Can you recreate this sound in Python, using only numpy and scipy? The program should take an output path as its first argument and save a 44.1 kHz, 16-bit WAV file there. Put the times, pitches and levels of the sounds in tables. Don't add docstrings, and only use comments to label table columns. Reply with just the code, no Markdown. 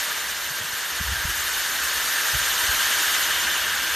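import sys
import numpy as np
from scipy import signal
from scipy.fft import rfft, irfft, next_fast_len
from scipy.io import wavfile
from scipy.ndimage import uniform_filter1d, minimum_filter1d

SR = 44100
rng = np.random.default_rng(int(sys.argv[2]) if len(sys.argv) > 2 else 0)


def to_linear_factor(level_db):
    exponent = np.asarray(level_db, float) / 20
    return 10 ** exponent


def bounce(signal):
    frames = np.transpose(np.atleast_2d(signal))
    limited = np.clip(frames, -1, 1)
    pcm = np.round(limited * 32767).astype(np.int16)
    wavfile.write(sys.argv[1], SR, pcm)


N = 174195


def unit(x):
    return x / np.sqrt(np.mean(x ** 2))


def walk(rate):
    hold = int(SR / rate)
    steps = np.repeat(rng.standard_normal(N // hold + 1), hold)
    smooth = uniform_filter1d(uniform_filter1d(steps, hold), hold)
    return unit(smooth[:N])


def flutter():
    quick = walk(60)
    return quick - uniform_filter1d(quick, size=5000)


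def read_curve(points, hz):
    f, value = np.array(points).T
    return np.interp(np.log(hz + 1), np.log(f), value)


def breeze(t):
    # t/s, level/dB
    strength = [
        (0, -61),
        (.4, -55.5),
        (.75, -54),
        (.87, -68),
        (1.1, -34.5),
        (1.5, -55),
        (2.25, -56),
        (2.6, -51),
        (3, -53.5),
        (3.95, -51.5),
    ]
    centre_hz, width_hz, swing_db = 65, 40, -1
    noise = rfft(rng.standard_normal(N))
    hz = np.fft.rfftfreq(N, 1 / SR) + 1
    offset = (hz - centre_hz ** 2 / hz) / width_hz
    rumble = unit(irfft(noise / (1 + offset ** 2), N))
    return rumble * to_linear_factor(np.interp(t, *np.array(strength).T) + swing_db * walk(7.86))


def gusts(t):
    # t/s, level/dB, f/Hz, length/s, slap level/dB
    gust_list = [(.512, -37, 147, 0.0067, -15), (.615, -39.5, 110, 0.013, -5),
                 (0.652, -45, 80, 0.0091, 3.5), (0.735, -41, 95, 0.0049, -9),
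                 (1.012, -25.5, 76, 0.0068, -4), (1.058, -40, 55, .02, -9), (1.08, -42, 65, .012, -7),
                 (1.128, -27.5, 79, 0.014, -11), (1.186, -40, 55, 0.033, -5),
                 (1.253, -22.5, 69.5, 0.0052, -3), (1.297, -32, 56, .018, -6),
                 (1.401, -43, 67.6, 0.025, -12), (1.556, -47, 50, 0.039, -15), (1.698, -57, 60, .012, -9),
                 (1.847, -41, 62, 0.013, -20), (1.975, -42, 61, 0.02, -9), (2.355, -28, 62.4, .016, -1.5),
                 (2.415, -41, 65, .02, -2), (2.496, -47, 60, 0.017, -11), (2.645, -37, 71, 0.0099, -15),
                 (2.695, -29.5, 64, 0.013, -10), (2.757, -41, 50, 0.016, -4),
                 (2.846, -51, 59.3, 0.0099, -23), (.93, -44, 70, .012, -9)]
    attack_share, slap_lead, slap_share = 0.89, 0.2, .55
    slap_ratio, slap_spread = 2.1, .15
    out = np.zeros(N)
    for start, db, f, length, slap_db in gust_list:
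        swing_phase, slap_phase, chance = rng.random(3)
        near = np.abs(t - start) < .15
        d = t[near] - start

        rise = np.exp(-1.5 * d / length / attack_share)
        fall = np.exp(1.25 * d / length)
        swing_turns = f * d * (1 - 4 * d) + swing_phase
        swing = 2 / (rise + fall) * np.cos(2 * np.pi * swing_turns)

        slap_hz = slap_ratio * (1 + slap_spread * (2 * chance - 1)) * f
        bump = np.exp(-.5 * ((d / length + slap_lead) / slap_share) ** 2)
        slap = bump * np.cos(2 * np.pi * (slap_hz * d + slap_phase))
        out[near] += to_linear_factor(db) * (swing + to_linear_factor(slap_db) * slap)
    return out


def armature_hum(level_db):
    turns = np.cumsum(472 * (1 + .006 * walk(8))) / SR
    return np.sin(2 * np.pi * turns) * to_linear_factor(level_db - 27 + 2 * walk(6))


def grit_and_air():
    chips_per_s, scatter_db, grit_db = 12000, 1.2, -5
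    hit = rng.random(N) < chips_per_s / SR
    direction = np.sign(rng.random(N) - .5)
    size = to_linear_factor(-scatter_db * np.log(rng.random(N) + 1e-9))
    return rng.standard_normal(N) + to_linear_factor(grit_db) * unit(hit * direction * size)


def housing_and_tile(hz):
    # f/Hz, level/dB per Hz
    colour = [(200, -19), (500, -19), (1000, -15), (2300, -12.5), (4800, -13), (7600, -17), (10400, -19),
              (14300, -17)]
    # f/Hz, width/Hz, lift/dB
    resonances = [(611, 54, 5.5), (940, 82, 3), (1390, 593, 7.5), (1590, 72, 5.5), (1791, 403, 9),
                  (2850, 43, 3), (3090, 810, 6.5), (3693, 220, 3.5), (4320, 570, 3), (5370, 270, 2.5),
                  (6540, 980, 7), (8880, 1730, 4), (11370, 390, 3), (12800, 1900, 6)]
    ripple_db, ripple_hz, top_hz = 1.1, 35, 14280
    db = read_curve(colour, hz)
    for f, width_hz, lift_db in resonances:
        db = db + lift_db / (1 + (2 * (hz - f) / width_hz) ** 2)
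    ripple = uniform_filter1d(rng.standard_normal(len(hz)), int(ripple_hz / hz[1]))
    db = db + ripple_db * unit(ripple)
    low_cut = (hz / 150) ** 2 / (1 + (hz / 150) ** 2)
    return unit(to_linear_factor(db) * low_cut * (hz < top_hz))


def side_patches(f):
    # f/Hz, share of the time (0-1)
    dropout = [(4000, .72), (5200, .45), (6300, .3), (7600, .18), (9000, .1), (14000, .12)]
    length, start = 1024, 275
    patch = (np.arange(N) - start) // length + 1
    on = 1. * (rng.random(N // length + 2) > read_curve(dropout, f))[patch]
    on = uniform_filter1d(minimum_filter1d(on, size=1300), size=128)
    return on * to_linear_factor(2 * walk(31.17))


def drill(t):
    # t/s, level/dB, brightness/dB per octave, tile ring/dB, bit squeal/dB
    pressure = [(0, -25.5, -0.5, -3, -2), (.2, -28.5, -1, -2, 0), (.5, -29.5, -.5, -3, -0.5),
                (.85, -29, -0.57, -1.5, -0.5), (1.2, -28, -.7, 1.5, -1), (1.4, -26.5, 0, 0, -1.5),
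                (1.75, -26, -0.5, -0.5, -1.5), (2.1, -25, 0, 0, -1), (2.35, -24.5, 0, 1, 0.5),
                (2.6, -23.5, -0.2, -1.5, 0), (2.9, -23, -0.1, 0.5, 1), (3.12, -23, -0.1, -0.5, 1),
                (3.35, -24.5, -0.5, 0, 2.5), (3.6, -25.5, -1.1, 0, 4), (3.8, -26.5, -0.7, 3, 3),
                (3.95, -25.5, -0.5, -1.5, 1)]
    # f/Hz, level/dB against the centre sound
    ear_difference = [(3500, -17.5), (6000, -8), (8000, -3), (14000, -4)]
    ring_hz, squeal_hz, peak_octaves = 1650, 3100, .25
    flutter_db, shared_db, flutter_rise = 1.2, .15, .45
    times, *columns = np.array(pressure).T
    level_db, bright_db, ring_db, squeal_db = (np.interp(t, times, col) for col in columns)

    n = next_fast_len(N)
    hz = np.fft.rfftfreq(n, 1 / SR)
    gain = housing_and_tile(hz)
    mid = rfft(grit_and_air(), n) * gain
    side = rfft(rng.standard_normal(n)) * gain * to_linear_factor(read_curve(ear_difference, hz))

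    place = 6 * np.log2(1 + hz / 1500)
    shared = flutter()
    centre, width = np.zeros(N), np.zeros(N)
    for c in range(22):
        f = 1500 * (2 ** (c / 6) - 1) + 50
        octave = np.log2(f / 3000)
        swing_db = (flutter_db * flutter() + shared_db * shared) * 2 ** (flutter_rise * octave)
        ring = ring_db * np.exp(-(np.log2(f / ring_hz) / peak_octaves) ** 2)
        squeal = squeal_db * np.exp(-(np.log2(f / squeal_hz) / peak_octaves) ** 2)
        loudness = to_linear_factor(level_db + bright_db * octave + swing_db + ring + squeal)

        band = np.cos(np.pi / 2 * np.clip(place - c, -1, 1)) ** 2
        centre += irfft(mid * band, n)[:N] * loudness
        if f > 3900:
            side_band = irfft(side * (np.abs(place - c) < .5), n)[:N]
            width += side_band * loudness * side_patches(f)
    return centre + armature_hum(level_db), width


def scene():
    t = np.arange(N) / SR
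    mid, side = drill(t)
    mid = mid + breeze(t) + gusts(t)
    return np.array([mid + side, mid - side])


def top_cut(x):
    return signal.sosfilt(signal.butter(12, 15520, fs=SR, output="sos"), x)


def record(dry):
    return top_cut(dry)


dry = scene()
out = record(dry)
bounce(out)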